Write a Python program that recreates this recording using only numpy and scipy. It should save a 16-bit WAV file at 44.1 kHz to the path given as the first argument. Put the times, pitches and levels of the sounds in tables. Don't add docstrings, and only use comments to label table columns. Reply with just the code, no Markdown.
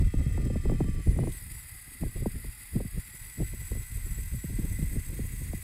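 import sys
import numpy as np
from scipy.fft import rfft, irfft, next_fast_len
from scipy.io import wavfile
from scipy.ndimage import uniform_filter1d, map_coordinates

SR = 44100
rng = np.random.default_rng(int(sys.argv[2]) if len(sys.argv) > 2 else 0)


def dump(signal):
    limited = np.clip(np.atleast_2d(signal).T, -1, 1)
    pcm = np.round(limited * 32767).astype(np.int16)
    wavfile.write(sys.argv[1], SR, pcm)


N = 248261

# time_s, stage (0 free, 1 straining, 2 lifting)
LIFT_STAGE = [(0, 0.04), (1.0, 0), (1.05, 0.15), (1.31, .25), (1.33, 1), (2.95, 1), (3.25, 1.35),
              (3.8, 1.9), (5.63, 2.1)]


def amp(db):
    return 10 ** (np.asarray(db) / 20)


def unit(x):
    return x / np.sqrt(np.mean(x ** 2) + 1e-20)


def along(points, hz):
    knots_hz, values = np.transpose(points)
    return np.interp(np.log(hz + 1), np.log(knots_hz + 1), values)


def curve(points):
    return np.interp(np.arange(N) / SR, *np.transpose(points))


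def wobble(rate_hz):
    return map_coordinates(rng.standard_normal(N // 8), [np.arange(N) * rate_hz / SR], mode="wrap")


def filtered(x, response):
    size = next_fast_len(N + SR // 2)
    return irfft(rfft(x, size) * response(np.fft.rfftfreq(size, 1 / SR)), size)[:N]


def noise(spectrum):
    return unit(filtered(rng.standard_normal(N), lambda hz: amp(along(spectrum, hz))))


def ringing(modes):
    def response(f):
        peaks = (amp(db) / (1 + (2 * (f - hz) / width) ** 2) for hz, width, db in modes)
        return np.sqrt(sum(peak ** 2 for peak in peaks))
    return unit(filtered(rng.standard_normal(N), response))


def gust_envelope(layer, breeze_db, t60_s, attack_s=0.022):
    # start_s, length_s, rumble_db, flutter_db
    gusts = [(0, 0.056, -23, -34.5), (0.152, 0.45, -29, -35), (0.656, 0.086, -24.5, -30.5),
             (0.799, 0.18, -29.5, -35.5), (1.076, 0.012, -20, -25.5), (1.131, 0.17, -33, -32.5),
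             (1.354, .22, -43, -57), (1.707, .015, -44, -54), (2.02, 0.04, -33, -30.5),
             (2.168, .1, -33.5, -36.5), (2.316, 0.17, -39.5, -48.5), (2.74, 0.057, -32.5, -31.5),
             (2.931, 0.038, -36.5, -45.5), (3.216, 0.028, -43, -60), (3.393, .04, -29.5, -33),
             (3.529, .11, -37, -51), (3.719, 0.065, -31.5, -40.5), (3.91, 0.36, -33.5, -48),
             (4.324, 0.015, -31, -39.5), (4.492, 0.069, -33, -41.5), (4.583, .41, -32.5, -41.5),
             (5.075, 0.5, -36.5, -43)]
    t = np.arange(N) / SR
    gain = np.full(N, amp(breeze_db))
    for start_s, length_s, *levels_db in gusts:
        rise = np.clip(1 + (t - start_s) / attack_s, 0, 1)
        decay_db = 60 * np.maximum(t - start_s - length_s, 0) / t60_s
        gain = np.maximum(gain, rise * amp(levels_db[layer] - decay_db))
    return gain


def wind(rumble_gain_db, flutter_gain_db, lumpy_db, swirl_db):
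    # frequency_hz, relative_density_db
    rumble_spectrum = [(12, -36), (25, 4), (42, 3.5), (75, 0.5), (110, -4), (160, -15.5), (300, -38.5),
                       (600, -114)]
    flutter_spectrum = [(60, -22), (130, 4.5), (200, -3), (300, -7), (500, -19.5), (800, -34.5),
                        (1400, -45.5), (3000, -57)]
    rumble = noise(rumble_spectrum)
    rumble /= np.sqrt(abs(uniform_filter1d(rumble ** 2, SR // 14)) + 0.00087)
    rumble *= gust_envelope(0, breeze_db=-54, t60_s=0.31)
    flutter = unit(noise(flutter_spectrum) * amp(lumpy_db * wobble(60)))
    flutter *= gust_envelope(1, breeze_db=-60.5, t60_s=0.15)
    swirl = unit(amp(swirl_db * wobble(25)))
    return swirl * (amp(rumble_gain_db) * rumble + amp(flutter_gain_db) * flutter)


def buffets(period_growth, t60_s, ragged_db):
    # start_s, level_db, edge_db (higher is sharper)
    eddies = [(0.138, -14, -27.5), (0.208, -27, -32), (0.262, -13.5, -40), (0.376, -27, -12.5),
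              (0.5, -23, -18), (0.556, -19.5, -20), (0.654, -23, -14), (0.696, -22, -13.5),
              (0.716, -16.5, -23.5), (0.804, -13, -17.5), (0.842, -26, -20.5), (0.883, -20, -28),
              (1.069, -21, -21.5), (1.161, -26, -20), (1.188, -23, -12.5), (1.234, -26, -13),
              (1.272, -22.5, -14), (2.03, -21.5, -24), (2.258, -17, -12.5), (2.443, -35, -16),
              (2.752, -21.5, -27), (2.803, -26.5, -12), (2.848, -24, -32), (3.4, -20.5, -24),
              (3.419, -28.5, -18), (3.534, -33.5, -19), (3.715, -25.5, -22), (3.751, -33, -18),
              (4.337, -26.5, -31.5), (4.439, -21, -32.5), (4.586, -18, -32), (4.788, -20.5, -31),
              (4.824, -23, -30), (4.956, -25, -23.5), (5.19, -21.5, -21.5), (5.532, -25.5, -17.5)]
    # frequency_hz, gain_db
    eddy_spectrum = [(45, -18.5), (95, -8), (200, -3.5), (420, -4), (900, -9), (1400, -19)]
    sharp_edge_db, sharp_hz, knee_hz = -12, 1397.5, 204
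    t = np.arange(SR // 8) / SR
    out = np.zeros(N + SR)
    for start_s, level_db, edge_db in eddies:
        softness_db = sharp_edge_db - edge_db
        first_hz = sharp_hz * 2 ** (-softness_db / 12)
        hz = 1 / (1 / first_hz + period_growth * t)
        chance = rng.standard_normal((2, 40))
        swings = np.cumsum(hz) / SR
        stretch, size = (map_coordinates(row, [3 * swings], mode="wrap") for row in chance)
        phase = 2 * np.pi * (np.cumsum(hz * np.exp(.25 * stretch)) / SR + chance[0, -1])
        dulling_db = 0.64 * softness_db * np.log2(np.maximum(hz / knee_hz, 1))
        db = level_db + along(eddy_spectrum, hz) + ragged_db * size - dulling_db
        envelope = amp(db - 60 * t / t60_s) * (1 - np.exp(-t * first_hz))
        out[round(start_s * SR):][:len(t)] += envelope * np.sin(phase)
    return out[:N]


def shaft_speed():
    # time_s, speed_hz
    rotation = [(0, 205), (1.01, 193.3), (1.04, 188), (1.31, 185.5), (1.325, 159), (1.37, 159), (1.45, 128),
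                (1.58, 154), (1.64, 146), (1.69, 130), (1.87, 124), (2.0, 135), (2.07, 123), (2.24, 121),
                (2.36, 135), (2.55, 144), (2.87, 123), (3.02, 146), (3.13, 144), (3.2, 153), (3.85, 153.5),
                (3.93, 159), (4.6, 159.5), (5.05, 165.5), (5.28, 173), (5.63, 174)]
    # centre_s, length_s, lost_hz
    snags = [(4.055, .11, 8), (4.15, .2, 8), (4.4, .16, 10), (4.77, .2, 7.5), (5.11, .13, 11),
             (5.39, .18, 8)]
    t = np.arange(N) / SR
    dips = sum(lost_hz * np.cos(np.pi * np.clip((t - centre_s) / length_s, -.5, .5)) ** 2
               for centre_s, length_s, lost_hz in snags)
    return curve(rotation) - dips


def strain(easy_hz=154, bogged_hz=136):
    return np.clip((easy_hz - shaft_speed()) / (easy_hz - bogged_hz), 0, 1)


def loaded(free_db, touch_db, bearing_db, strain_db, bite_db):
    touch_s, load_s, settle_s, bite_decay_s = 1.03, 1.325, .025, 0.13
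    steps = [(touch_s - settle_s, free_db), (touch_s, touch_db),
             (load_s - settle_s / 2, touch_db), (load_s, bearing_db)]
    age = np.arange(N) / SR - load_s
    bite = np.clip(1 + 2 * age / settle_s, 0, 1) * np.exp(-np.maximum(age, 0) / bite_decay_s)
    return curve(steps) + strain_db * strain() + bite_db * bite


def leg_click(start_s, peak_db, t60_s):
    age = np.arange(N) / SR - start_s
    return amp(peak_db - 60 * abs(age) / t60_s) * (age > 0) * rng.uniform(-1, 1, N)


def gears(chatter_db, drift_db):
    # centre_hz, width_hz, free_db, straining_db, lifting_db
    gear_modes = [(4800, 370, -14, -9, -12), (6210, 820, -12, -37, -11), (6860, 440, -15, -13.5, -10.5),
                  (7925, 740, -3, -6, 2.5), (8820, 1500, -7, -7, -9), (9830, 450, -4.5, 2.5, 3.5),
                  (10650, 640, -10, -3, -2.5), (11380, 900, -12.5, -4.5, -32), (12290, 570, -23, -5, 4),
                  (13100, 800, -10, -18, -38), (14200, 1050, -13, -6, -9), (14400, 1500, -16, -15, -7)]
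    # centre_hz, width_hz, level_db
    housing_modes = [(820, 7800, -19.5), (1020, 170, -17.5), (1580, 1300, -11), (1998, 209, 6),
                     (2464, 650, -5), (3317, 390, -10.5), (3753, 390, -10), (4166, 270, -10),
                     (4650, 430, -9.5), (5190, 410, -12.5)]
    stage = curve(LIFT_STAGE)
    hiss = np.zeros(N)
    for k in range(3):
        share = np.clip(1 - abs(stage - k), 0, 1)
        hiss += np.sqrt(share) * ringing([(hz, width, levels[k]) for hz, width, *levels in gear_modes])
    contact_force = unit(amp(chatter_db * wobble(150)))
    hiss *= contact_force * amp(loaded(-57, -56, -49.5, strain_db=-1, bite_db=1))
    housing = ringing(housing_modes) * amp(loaded(-56.5, -56, -54.5, strain_db=-1.5, bite_db=1))
    return amp(drift_db * wobble(85)) * (housing + hiss)


def motor_whine(segments, jitter_cycles, flicker_db):
    # frequency_hz, gain_db
    can_response = [(4500, -22), (6000, -21), (6700, -14), (7250, -17), (7700, 0), (8900, -2), (9300, -5),
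                    (9850, 0), (10400, -8), (11300, -7), (12300, -5), (13100, -13), (14500, -13)]
    # order, free_db, loaded_db
    shaft_orders = [(6, -64.5, -76), (7, -73, -79), (9, -66, -76), (10, -69, -72), (13, -69, -68),
                    (16, -69, -75), (26, -72, -85)]
    level_db = loaded(-63.5, -55, -53.5, strain_db=-6.5, bite_db=4)
    tilt_db = loaded(-7, -8, -1.5, strain_db=2, bite_db=0)
    effort = strain()
    unsteadiness = .0028 + .012 * effort
    shudder, hunting = wobble(70), wobble(20)
    shaft_hz = shaft_speed() * (1 + unsteadiness * (shudder + hunting))
    turns = np.cumsum(shaft_hz) / SR
    commutation_cycles = segments * turns + jitter_cycles * wobble(500)
    out = np.zeros(N)
    for k in range(3, 8):
        db = level_db + along(can_response, k * segments * shaft_hz) + tilt_db * np.clip(k - 4, 0, 2)
        out += amp(db + flicker_db * wobble(120)) * np.sin(2 * np.pi * k * commutation_cycles)
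    load = np.clip(5 * curve(LIFT_STAGE), 0, 1)
    for order, free_db, loaded_db in shaft_orders:
        db = free_db + load * (loaded_db - free_db) - 4 * effort
        out += amp(db + flicker_db * wobble(55)) * np.sin(2 * np.pi * order * turns)
    return np.sqrt(2) * out


def scene():
    truck = motor_whine(segments=13, jitter_cycles=.022, flicker_db=3)
    truck += leg_click(start_s=1.321, peak_db=-35, t60_s=.009)
    truck += gears(chatter_db=2.0, drift_db=1.09)
    air = wind(rumble_gain_db=1.32, flutter_gain_db=-1, lumpy_db=5.0, swirl_db=1.93)
    air += buffets(period_growth=.33, t60_s=0.28, ragged_db=1.5)
    return (truck + air)[None]


def record(dry):
    cutoff_hz = 15740
    return np.array([filtered(x, lambda hz: hz < cutoff_hz) for x in dry])


dry = scene()
out = record(dry)
dump(out)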